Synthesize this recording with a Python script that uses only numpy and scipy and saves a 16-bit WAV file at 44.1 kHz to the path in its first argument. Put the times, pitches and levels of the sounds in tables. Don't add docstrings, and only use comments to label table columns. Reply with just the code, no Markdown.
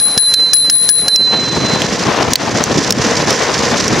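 import sys
import numpy as np
from scipy import signal
from scipy.fft import rfft, irfft
from scipy.io import wavfile
from scipy.ndimage import minimum_filter1d

SR = 44100
rng = np.random.default_rng(int(sys.argv[2]) if len(sys.argv) > 2 else 0)


def generate_wav(signal):
    frames = np.transpose(np.atleast_2d(signal))
    scaled = np.clip(frames, -1, 1) * 32767
    pcm = np.round(scaled).astype(np.int16)
    wavfile.write(sys.argv[1], SR, pcm)


N = 176400
TIME = np.arange(N) / SR

# t/s, clack level/dB, low tone level/dB, high tone level/dB, high tone t60/s, high tone pan/dB
STRIKES = [(0.0, -12, -12.5, -8, 5.1, 7), (.177, 7, -6.5, -3.5, 1.1, 10.5),
           (0.339, 3.5, -3.5, -19.5, 1.2, 8), (0.533, 10, -4, 3, 0.56, 6), (0.6982, 4.5, -9, 0, 3.1, 7),
           (0.89, 6.5, -13, -1, 0.81, 11.5), (1.082, 2, -7.5, -15.5, 0.5, 22)]


def from_db(db):
    return 10 ** (np.asarray(db) / 20)


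def panned(x, pan_db):
    return x * from_db(np.array([[.5], [-.5]]) * pan_db)


def at_hz(points, hz):
    f, value = np.transpose(points)
    return np.interp(np.log(hz), np.log(f), value)


def drift(rate_hz):
    step, warm_up = 40, 2000
    keep = np.exp(-2 * np.pi * rate_hz * step / SR)
    kicks = rng.standard_normal(N // step + warm_up + 2)
    slow = signal.lfilter([1], [1, -2 * keep, keep * keep], kicks)[warm_up:]
    return np.interp(np.arange(N) / step, np.arange(len(slow)), slow / slow.std())


def dying(start, t60):
    return (TIME >= start) * from_db(-60 * np.clip((TIME - start) / t60, 0, 4))


def noise(spectrum):
    # f/Hz, likeness (1 = the same)
    likeness = [(60, 0.98), (150, 0.88), (400, 0.8), (1000, 0.99), (2400, 1), (6000, 0.93), (9000, 0.11),
                (14000, 0.098)]
    hz = np.maximum(np.arange(N // 2 + 1) * SR / N, 1)
    roll_off = np.minimum(spectrum[-1][0] / hz, 1) ** 2
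    mid, side = rfft(rng.standard_normal((2, N))) * from_db(at_hz(spectrum, hz)) * roll_off
    alike = at_hz(likeness, hz)
    x = irfft(np.sqrt(1 + alike) * mid + np.sqrt(1 - alike) * side * [[1], [-1]], N)
    return x / x.std()


def fluttering(curve, spectrum, shared_db, flutter_db, pan_db):
    swell = from_db(shared_db + flutter_db * drift(81))
    swell /= np.sqrt(np.mean(swell ** 2))
    level = from_db(np.interp(TIME, *np.transpose(curve)))
    return panned(level * swell * noise(spectrum), pan_db)


def add_hit(out, start, db, tones, crack_db, crack_t60, crack_hz):
    first = int(start * SR)
    t = TIME[:min(SR // 10, N - first)]
    edges_hz = crack_hz * 2 ** np.array([-.4, .4])
    band = signal.butter(1, edges_hz, "band", fs=SR, output="sos")
    crack = signal.sosfilt(band, rng.standard_normal(len(t)))
    crack = signal.sosfilt(signal.butter(3, 9000, fs=SR, output="sos"), crack)
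    hit = from_db(crack_db - 60 * t / crack_t60) * crack / crack.std()
    for hz, tone_db, t60 in tones:
        level = from_db(tone_db + rng.normal(0, 1, (2, 1)) - 60 * t / t60)
        hit = hit + level * np.sin(2 * np.pi * (hz * t + rng.random()))
    out[:, first:first + len(t)] += from_db(db) * hit


def bell():
    low_hz, overtone_hz, high_hz = 4054, 8104, 9830
    beat_hz, twin = 2.88, from_db(-5)
    fade_from_s, fade_db_per_s = 1.58, 31
    low_waver_db, high_waver_db = 2.7, 2
    low, high = np.zeros(N), np.zeros((2, N))
    ends = [row[0] for row in STRIKES[1:]] + [np.inf]
    for (start, _, low_db, high_db, high_t60, pan_db), end in zip(STRIKES, ends):
        beat = np.abs(1 + twin * np.exp(2j * np.pi * beat_hz * (TIME - start))) / (1 + twin)
        low += from_db(low_db) * dying(start, t60=3.25) * (TIME < end)
        high += panned(from_db(high_db) * dying(start, high_t60) * beat * (TIME < end), pan_db)
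    low *= from_db(low_waver_db * drift(3.3) - fade_db_per_s * np.maximum(TIME - fade_from_s, 0))
    high *= from_db(high_waver_db * np.array([drift(10.6), drift(12)]))
    turn = 2 * np.pi * TIME
    low_tone = low * np.sin(low_hz * turn)
    overtone = from_db(-33) * low ** 2 * np.sin(overtone_hz * turn)
    shake_rad = 0.54 * drift(15)
    left_right_rad = np.array([[-2.6], [0]])
    high_tone = high * np.sin(high_hz * turn + shake_rad + left_right_rad)
    return panned(low_tone + overtone, pan_db=-4) + high_tone


def striker():
    # f/Hz, relative level/dB, t60/s
    clack_tones = [(1664, -19.5, 0.079), (1755, -17, 0.031), (2390, -18.5, 0.011), (3340, -21, 0.014),
                   (4096, -2, 0.036), (5090, -7.5, 0.026), (5090, -8, 0.017), (5880, -5.5, 0.013),
                   (6370, -12.5, 0.011), (6530, -19, 0.0099), (10050, -7.5, 0.022), (12200, -25, 0.0082)]
    bounce_gap_s, bounce_loss_db = (0.00165, 0.001914), 6.5
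    buzz_hz, buzz_db, buzz_flutter_db = 1650, -39, 5
    out = np.zeros((2, N))
    for start, db, *_ in STRIKES:
        for bounce, gap in enumerate(rng.uniform(*bounce_gap_s, size=3)):
            add_hit(out, start + bounce * gap, db - bounce * bounce_loss_db, clack_tones,
                    crack_db=-8.5, crack_t60=0.028, crack_hz=5200)
        buzz_level = from_db(buzz_db + buzz_flutter_db * drift(45)) * dying(start, t60=1)
        out += buzz_level * np.sin(2 * np.pi * buzz_hz * (TIME - start))
    return out


def wind():
    # t/s, level/dB
    buffet_levels = [(0, -33), (.15, -36.5), (.23, -46), (.33, -30.5), (.48, -35), (.57, -36), (.68, -28.5),
                     (.78, -33), (.95, -32.5), (1.03, -27), (1.13, -35), (1.22, -29.5), (1.34, -23),
                     (1.48, -20), (1.59, -15), (1.68, -18), (1.9, -20), (2.2, -20), (2.32, -17),
                     (2.36, -22), (2.46, -20.5), (2.54, -12), (2.66, -25), (2.72, -15), (2.77, -11),
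                     (2.83, -16.5), (3.0, -18), (3.2, -18.5), (3.29, -18.5), (3.38, -25), (3.5, -23),
                     (3.62, -21.5), (3.8, -18.5), (3.93, -16), (4, -14.5)]
    # f/Hz, level/dB
    buffet_spectrum = [(20, -67), (40, -30), (70, -9.5), (130, -1), (220, 0), (350, -3.5), (600, -13),
                       (1500, -52)]
    # t/s, level/dB
    rush_levels = [(0, -36), (.15, -28), (.23, -42), (.43, -38), (.53, -34), (.6, -41), (.78, -42),
                   (1.0, -38), (1.06, -27), (1.14, -36), (1.27, -34), (1.35, -18), (1.45, -28), (1.55, -22),
                   (1.74, -20), (1.92, -24), (2.05, -21), (2.15, -14), (2.22, -14.5), (2.27, -20),
                   (2.32, -18.5), (2.345, -25), (2.388, -25), (2.396, -14), (2.45, -22), (2.55, -21),
                   (2.61, -15.5), (2.68, -22), (2.8, -23), (2.9, -21), (3.0, -25), (3.09, -18), (3.25, -24),
                   (3.3, -16), (3.36, -23), (3.43, -14.5), (3.5, -17), (3.58, -26), (3.63, -18),
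                   (3.69, -25), (3.74, -17), (3.81, -26), (3.92, -22), (4, -14.5)]
    # f/Hz, level/dB
    rush_spectrum = [(100, -45), (250, -9), (450, -2.5), (700, -2), (1000, -4), (1500, -9.5), (2700, -14),
                     (4000, -17), (7000, -36), (12000, -45)]
    swirls_db = 2.5 * drift(32.5)
    buffet = fluttering(buffet_levels, buffet_spectrum, swirls_db, flutter_db=2.5, pan_db=0)
    rush = fluttering(rush_levels, rush_spectrum, swirls_db, flutter_db=1.6, pan_db=6.5)
    return buffet + rush


def tyres():
    # t/s, level/dB
    levels = [(0, -40), (.15, -31.5), (.25, -32), (.4, -34.5), (.52, -33), (.8, -33), (1.15, -34),
              (1.4, -28), (1.72, -22), (2.2, -25), (2.32, -24.5), (2.37, -28), (2.41, -26), (2.6, -23),
              (2.785, -21.5), (2.87, -22.5), (2.96, -23), (3.06, -18), (3.17, -20), (3.3, -19.5),
              (3.4, -19), (3.57, -21.5), (4, -20.5)]
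    # f/Hz, level/dB
    hiss_spectrum = [(1200, -24), (2500, -9), (4000, -4.5), (5200, 0), (6300, -1), (7400, -8.5),
                     (8700, -20), (10500, -22), (12700, -32), (13500, -49), (16000, -66)]
    # f/Hz, level/dB
    rumble_spectrum = [(100, -7.5), (250, -8), (400, -6.5), (465, 7), (540, -1.5), (800, -7.5), (930, -8),
                       (1030, 1.5), (1170, -9), (1850, -2), (2400, -9.5), (3500, -15.5), (7000, -60.5)]
    bumps_db = 1.64 * drift(32)
    hiss = fluttering(levels, hiss_spectrum, bumps_db, flutter_db=2.5, pan_db=-3.5)
    rumble = fluttering(levels, rumble_spectrum, bumps_db, flutter_db=1.5, pan_db=-2)
    return hiss + from_db(0.5) * rumble


def gust(start=.173, thump_db=-13):
    # f/Hz, relative level/dB, t60/s
    tones = [(133, -3, 0.054), (222, 4, 0.022), (423, -2, .03)]
    return sum(from_db(thump_db + db) * dying(start, t60) * np.sin(2 * np.pi * hz * (TIME - start))
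               for hz, db, t60 in tones)


def hardware():
    # t/s, level/dB, f/Hz, t60/s
    ticks = [(.568, -7, 5000, 0.014), (1.1603, 4, 5400, 0.017), (1.819, 0.5, 3160, 0.0067),
             (2.036, -8.5, 5100, 0.02), (2.334, 17.5, 5880, 0.0065), (2.356, 18.5, 4370, 0.01),
             (2.639, 4.5, 6080, 0.0086), (2.9064, 16.5, 5400, 0.0099), (2.9241, 10, 5500, 0.0085),
             (3.307, -1, 5400, 0.013), (3.3284, -5, 5250, 0.019), (3.88, -3.5, 5630, 0.021)]
    ratios = [1, 1.08, 1.2, 1.38, .84, .47, .3]
    tone_levels = [-1.5, -13, -14, -25, -17, -16.5, -20]
    out = np.zeros((2, N))
    for start, db, hz, t60 in ticks:
        tones = [(hz * ratio, tone_db, t60) for ratio, tone_db in zip(ratios, tone_levels)]
        add_hit(out, start, db, tones, crack_db=-10, crack_t60=0.015, crack_hz=hz)
    return panned(out, pan_db=-3)


def limiter(x):
    limit_db, max_duck_db, release_db_per_s = -6.5, 8, 142
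    detect_s, attack_s, hold_s = 0.0028, 0.0013, 0.0082
    sense, attack = np.exp(-1 / (detect_s * SR)), np.exp(-1 / (attack_s * SR))
    power = signal.lfilter([1 - sense], [1, -sense], (x ** 2).max(axis=0))
    over_db = np.clip(10 * np.log10(power + 1e-12) - limit_db, 0, max_duck_db)
    half = int(hold_s * SR / 2)
    held_db = -minimum_filter1d(-over_db, 2 * half + 1, origin=half, mode="constant")
    release_db = release_db_per_s * TIME
    duck_db = np.maximum.accumulate(held_db + release_db) - release_db
    return x * from_db(-signal.lfilter([1 - attack], [1, -attack], duck_db))


def overloaded(x, ceiling=0.88):
    fine = signal.resample_poly(x, 4, 1, axis=1)
    return signal.resample_poly(np.clip(fine, -ceiling, ceiling), 1, 4, axis=1)


def scene():
    return bell() + striker() + hardware() + wind() + tyres() + gust()


def record(dry):
    bass_cut = signal.butter(2, 51.3, "high", fs=SR, output="sos")
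    treble_cut = signal.butter(16, 15900, fs=SR, output="sos")
    ducked = limiter(signal.sosfilt(bass_cut, dry))
    return signal.sosfilt(treble_cut, overloaded(ducked))


dry = scene()
out = record(dry)
generate_wav(out)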